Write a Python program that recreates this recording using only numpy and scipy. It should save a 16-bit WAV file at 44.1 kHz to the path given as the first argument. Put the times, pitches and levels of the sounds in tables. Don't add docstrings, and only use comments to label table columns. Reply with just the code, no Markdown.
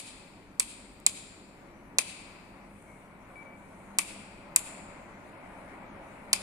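import sys
import numpy as np
from scipy import signal
from scipy.fft import rfft, irfft, next_fast_len
from scipy.io import wavfile
from scipy.ndimage import uniform_filter1d, map_coordinates

SR = 44100
rng = np.random.default_rng(int(sys.argv[2]) if len(sys.argv) > 2 else 0)


def to_wav(sig):
    pcm = np.clip(np.atleast_2d(sig), -1, 1) * 32767
    pcm = np.round(pcm).astype(np.int16)
    wavfile.write(sys.argv[1], SR, pcm.T)


N = 283122


def amp(db):
    return 10 ** (np.asarray(db) / 20)


def unit(x):
    return x / np.sqrt(np.mean(x ** 2) + 1e-20)


def along(points, hz, axis=1):
    columns = np.transpose(points)
    return np.interp(np.log(hz + 1), np.log(columns[0] + 1), columns[axis])


def wobble(rate):
    knots = rng.standard_normal(int(N * rate / SR) + 4)
    return map_coordinates(knots, [np.arange(N) * rate / SR])


def filtered(x, response):
    n = x.shape[-1]
    padded = next_fast_len(n + 8192)
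    spectrum = rfft(x, padded) * response(np.fft.rfftfreq(padded, 1 / SR))
    return irfft(spectrum, padded)[..., :n]


def modes(table, f):
    return sum((-1) ** k * amp(db) * 1j * f * width / (centre ** 2 - f * f + 1j * f * width)
               for k, (centre, width, db) in enumerate(table))


def bumps(table, f):
    return sum(amp(db) * np.exp(-((f - centre) / width) ** 2) for centre, width, db in table)


def add(out, s, x):
    start = round(s * SR)
    x = x[:, max(-start, 0):N - start]
    out[:, max(start, 0):max(start, 0) + x.shape[1]] += x


def burst(shape, evenness):
    z = rfft(rng.standard_normal((2, len(shape))) * shape)
    size = np.abs(z)
    even = z / (size + .2 * size.mean()) ** np.clip(evenness, 0, 1)
    x = irfft(even, len(shape)) * np.sqrt(shape)
    return x / np.linalg.norm(x, axis=1, keepdims=True)


def ports(hz):
    # (frequency [Hz], left minus right [dB])
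    lean = [(60, 3), (110, 0.5), (200, 1.0), (380, 0.5), (700, 0), (1290, 2), (2380, 9), (4400, 1.5),
            (8120, 2.5), (15000, 1)]
    return amp(np.outer([.5, -.5], along(lean, hz)))


def diffuse(gain, patchy_db):
    # (frequency [Hz], likeness [0-1])
    alike = [(30, .85), (60, .9), (130, .95), (290, .9), (640, .72), (1410, .34), (3100, .03), (15000, 0)]
    air_lag = 4 / SR
    z = signal.stft(rng.standard_normal((2, N)), nperseg=512)[2]
    field = uniform_filter1d(rng.standard_normal(z.shape[1:]), size=6, axis=0)
    field = uniform_filter1d(field, size=12, axis=1)
    pair = signal.istft(z * amp(patchy_db * unit(field)), nperseg=512)[1][:, :N]

    def split(hz):
        turn = np.arccos(np.clip(along(alike, hz), -1, 1)) / 2
        return gain(hz) * [np.cos(turn), np.sin(turn)]

    def late(hz):
        return ports(hz) * np.exp(-2j * np.pi * np.outer([air_lag, 0], hz))

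    mid, side = filtered(pair, split)
    return unit(filtered(np.array([mid + side, mid - side]), late))


def hall():
    # (frequency [Hz], time to fade by 60 dB [s], starting level [dB])
    fading = [(500, .8, -9.5), (1200, 0.57, 1.5), (2310, 1.9, -3.5), (3360, 1.2, 3.5), (4820, 1.49, -2),
              (6310, 0.83, -7), (7200, 1.1, 0), (9000, 0.91, -1.5), (11800, 0.31, 10.5),
              (11300, 0.25, -3.5), (15000, 0.54, -4)]
    far_wall_s, far_wall_gain = 0.11, .3
    hz, t, z = signal.stft(rng.standard_normal((2, 5 * SR // 4)), SR, nperseg=256)
    level_db = along(fading, hz, axis=2)[:, None] - 60 * t / along(fading, hz)[:, None]
    tail = signal.istft(z * amp(level_db), SR, nperseg=256)[1]
    t = np.arange(tail.shape[1]) / SR
    near = 3 * np.exp(-t / 0.034) * np.clip((t - .007) / 0.001, 0, 1)
    far = np.clip(t / far_wall_s, 0, 1) ** 2 + far_wall_gain * np.exp(-((t - far_wall_s) / 0.022) ** 2)
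    tail = filtered(tail * (near + far), ports)
    return tail / np.linalg.norm(tail) * np.sqrt(2)


def clicks():
    # (time [s], strength [dB], direct path [dB], contact scale [ms], ring [Hz], ring [dB],
    # tilt [dB per octave], body [dB], thump [dB], left minus right [dB])
    strikes = [(-.03, 11, 1.5, .52, 8000, -2, -0.5, 3.5, 13, 5),
               (0.5964, 11.5, -6.5, 1.83, 8130, 6, 1.3, 2.5, 4, -2),
               (1.064, 12.5, -2, 0.82, 7350, 8.5, 0, 1.5, 10, -2.5),
               (1.9847, 14, -3, 0.74, 6200, -1.5, -.3, 6.5, 13, -2.5),
               (3.986, 13, -3.5, 0.63, 5750, -3.5, 3.5, 6.5, 7, 0.1),
               (4.5609, 11.5, -1.5, 0.81, 7200, 10, 5.8, 4, 3, 2.5),
               (6.33, 14.5, -3, 1, 5160, 5, 0.5, 4.5, 7.5, 1)]
    # (frequency [Hz], width [Hz], level before the tilt [dB])
    shell_modes = [(4060, 1900, -6.5), (5260, 610, -1), (6200, 2700, -4.5), (7650, 1200, -1),
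                   (8850, 960, 1.5), (10160, 3200, -6), (13040, 4500, -14.5)]
    # (frequency [Hz], width [Hz], level before the body column [dB])
    body_modes = [(1108, 160, -10), (1730, 430, -17), (2036, 180, -9.5), (2300, 180, -3.5),
                  (2602, 360, -3.5), (2815, 640, -15)]
    # (frequency [Hz], width [Hz], level before the thump column [dB])
    thump_modes = [(462.5, 160, -21.5), (794, 240, -20)]
    # (delay after the contact's peak [ms], spread before the contact adds to it [ms],
    # left [dB], right [dB]), the levels before walls_db
    mirrors = [(1.727, 0.96, -13.5, -13), (5, 0.76, -12, -9), (7.1, 3.5, -21.5, -28),
               (13.9, 0.86, -31, -28.5), (23.7, 2.1, -25, -31), (30.82, 2.2, -24, -41.5)]
    # (frequency [Hz], width [Hz], level [dB])
    cavity = [(2180, 200, 0.5)]
    # (frequency [Hz], width [Hz], level [dB])
    beam = [(4302, 1100, -3), (7800, 330, 7), (13000, 6700, 4)]
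    lag, body_late = 7.5 / SR, .0008
    tilt_hz, ring_width_hz = 7000, 580
    walls_db, hall_db = 5.5, -8.5
    room_ring_db = -6
    out, ms = np.zeros((2, N)), np.arange(4096) / SR * 1000

    def edges(f, low_hz):
        return 1 / np.sqrt((1 + (low_hz / (f + 1)) ** 6) * (1 + (f / 13600) ** 6))

    for s, db, direct_db, contact_ms, ring_hz, ring_db, tilt_db, body_db, thump_db, pan_db in strikes:
        shell = [(c, w, g + tilt_db * np.log2(c / tilt_hz)) for c, w, g in shell_modes]

        def thin(f, aim_db):
            ringing = 1 + modes([(ring_hz, ring_width_hz, ring_db + aim_db)], f)
            return amp(db) * modes(shell, f) * ringing * edges(f, low_hz=3330)

        def hollow(f):
            sounding = amp(body_db) * modes(body_modes, f) + amp(thump_db) * modes(thump_modes, f)
            return amp(db) * edges(f, low_hz=344) * np.exp(-2j * np.pi * f * body_late) * sounding

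        def room_colour(f):
            return thin(f, room_ring_db) + hollow(f)

        def ahead(f):
            pan = amp([[pan_db / 2], [-pan_db / 2]])
            delay = np.exp(-2j * np.pi * f * np.array([[lag], [0]]))
            return pan * delay * (1 + np.outer([1, 0], modes(cavity, f))) * (1 + bumps(beam, f))

        u = ms / contact_ms
        grit = burst(u * np.exp(-u * u), evenness=0.98)[0]
        push = 1. * (np.arange(len(u)) == np.argmax(u > .5))
        direct = amp(direct_db) * (filtered(grit, lambda f: thin(f, 0)) + filtered(push, hollow))
        add(out, s, filtered(np.array([direct, direct]), ahead))

        after_ms = ms - contact_ms / np.sqrt(2)
        mirrored = 0
        for at, spread, left, right in mirrors:
            smear = np.exp(-((after_ms - at) / (spread + .5 * contact_ms)) ** 2)
            mirrored = mirrored + amp([[left], [right]]) * burst(smear, evenness=0.5)
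        add(out, s, amp(walls_db) * filtered(filtered(mirrored, ports), room_colour))
        add(out, s, amp(hall_db) * filtered(hall(), room_colour))
    return out


def ticks():
    # (time [s], level [dB], length scale [ms], frequency [Hz], width [Hz])
    taps = [(1.0003, -29, 1.4, 8450, 6000), (2.822, -23, 3.2, 9000, 1400)]
    out, ms = np.zeros((2, N)), np.arange(1024) / SR * 1000
    for s, db, length_ms, hz, width_hz in taps:
        u = ms / length_ms
        grit = burst(u * np.exp(-u * u), evenness=.7)[[0, 0]]
        add(out, s, amp(db) * filtered(grit, lambda f: modes([(hz, width_hz, 0)], f) ** 2))
    return out


def squeaks():
    # (time [s], length [s], frequency [Hz], level before fading and the final gains [dB])
    cries = [(2.864, .12, 2180, -65), (2.879, 0.16, 2310, -70), (3.356, .075, 2296, -53.5),
             (3.45, 0.11, 2300, -59.5)]
    overtone_s = .02
    dry, t = np.zeros((1, N)), np.arange(SR // 4) / SR
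    for s, length, hz, db in cries:
        waver, flutter = unit(uniform_filter1d(rng.standard_normal((2, len(t))), size=300, axis=1))
        turn = 2 * np.pi * np.cumsum(hz * (1 + .003 * waver)) / SR
        overtones = amp(-29.0) * np.sin(2 * turn) + amp(-16.5) * np.sin(4 * turn)
        tone = np.sin(turn) + np.exp(-t / overtone_s) * overtones
        envelope = np.abs(np.sin(np.pi * np.clip(t / length, 0, 1))) ** 0.097
        add(dry, s, amp(db + 1.5 * flutter - 40 * t) * tone[None] * envelope)
    ringing = signal.fftconvolve(dry, hall(), axes=1)[:, :N]
    return amp(2.0) * ringing + amp(5.5) * filtered(dry, ports)


def fans():
    # (frequency [Hz], relative level [dB])
    rumble = [(12, -48), (20, -5.5), (53, -17.5), (70, -16), (92, -12), (139, -11), (195, -3), (223, -6.5),
              (265, -4.5), (449, -13), (500, -15), (650, -57.5), (1100, -120)]
    # (frequency [Hz], relative level [dB])
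    rush = [(150, -10.5), (250, -13.5), (363, -13), (443, -18.5), (548, -2.5), (795, -6), (920, -4.5),
            (1250, -10), (1390, -9.5), (1700, -14.5), (2240, -12), (3130, -29.5), (4920, -35), (6000, -49),
            (7800, -71.5), (13200, -120)]
    # (frequency [Hz], width [Hz], relative level [dB])
    hum = [(202.8, 7.7, 1), (545, 7.7, -11)]
    # (time [s], level [dB])
    motor_level = [(0, -70), (2.5, -64), (3.5, -65), (3.9, -57.5), (4.6, -64), (6.42, -60.5)]
    # (frequency [Hz], width [Hz], relative level [dB])
    low_hum = [(46, 9.9, 0.5), (96, 10, -2.5)]
    rumble_db, rumble_db_per_s = -57, 0.54
    rush_db, rush_db_per_s = -58.5, 1.55
    t = np.arange(N) / SR
    swirl = wobble(0.84)
    low_db = rumble_db + rumble_db_per_s * t + .6 * swirl
    low = amp(low_db) * diffuse(lambda hz: amp(along(rumble, hz)), patchy_db=-0.15)
    mid_db = rush_db + rush_db_per_s * t + 0.21 * swirl + 0.87 * wobble(6.1)
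    mid = amp(mid_db) * diffuse(lambda hz: amp(along(rush, hz)), patchy_db=0.92)
    hum_db = np.interp(t, *np.transpose(motor_level)) + 1.5 * wobble(5.2)
    motor = amp(hum_db) * diffuse(lambda hz: bumps(hum, hz), patchy_db=0)
    steady = amp(-63.5) * diffuse(lambda hz: bumps(low_hum, hz), patchy_db=0)
    return low + mid + motor + steady


def treble():
    # (frequency [Hz], relative level [dB])
    hiss = [(1760, -9.5), (3000, 4), (3560, -1.5), (4100, 3.5), (5080, -18.5), (5410, -0.5), (6940, 0),
            (10200, 3), (11300, -6), (14900, -7.5), (16400, -41)]
    # (time [s], half length [s], level [dB])
    sheen = [(2.883, .2, -69), (3.358, .08, -72), (3.783, .22, -69.5), (5.62, 0.18, -70), (6.202, 0.2, -70)]
    t = np.arange(N) / SR
    steady = amp(-71) * diffuse(lambda hz: amp(along(hiss, hz)), patchy_db=4.0)
    swell = diffuse(lambda hz: np.exp(-((hz - 9000) / 2400) ** 2), patchy_db=1)
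    swell_gain = sum(amp(db) * np.exp(-((t - s) / half) ** 4) for s, half, db in sheen)
    return steady + swell * swell_gain


def scene():
    return clicks() + ticks() + squeaks() + fans() + treble()


def record(dry):
    top_hz = 16575
    held = dry / (1 + np.abs(dry / .82) ** 4) ** (1 / 4)
    return filtered(held, lambda hz: np.clip((top_hz - hz) / 1200, 0, 1) ** 1.5)


dry = scene()
out = record(dry)
to_wav(out)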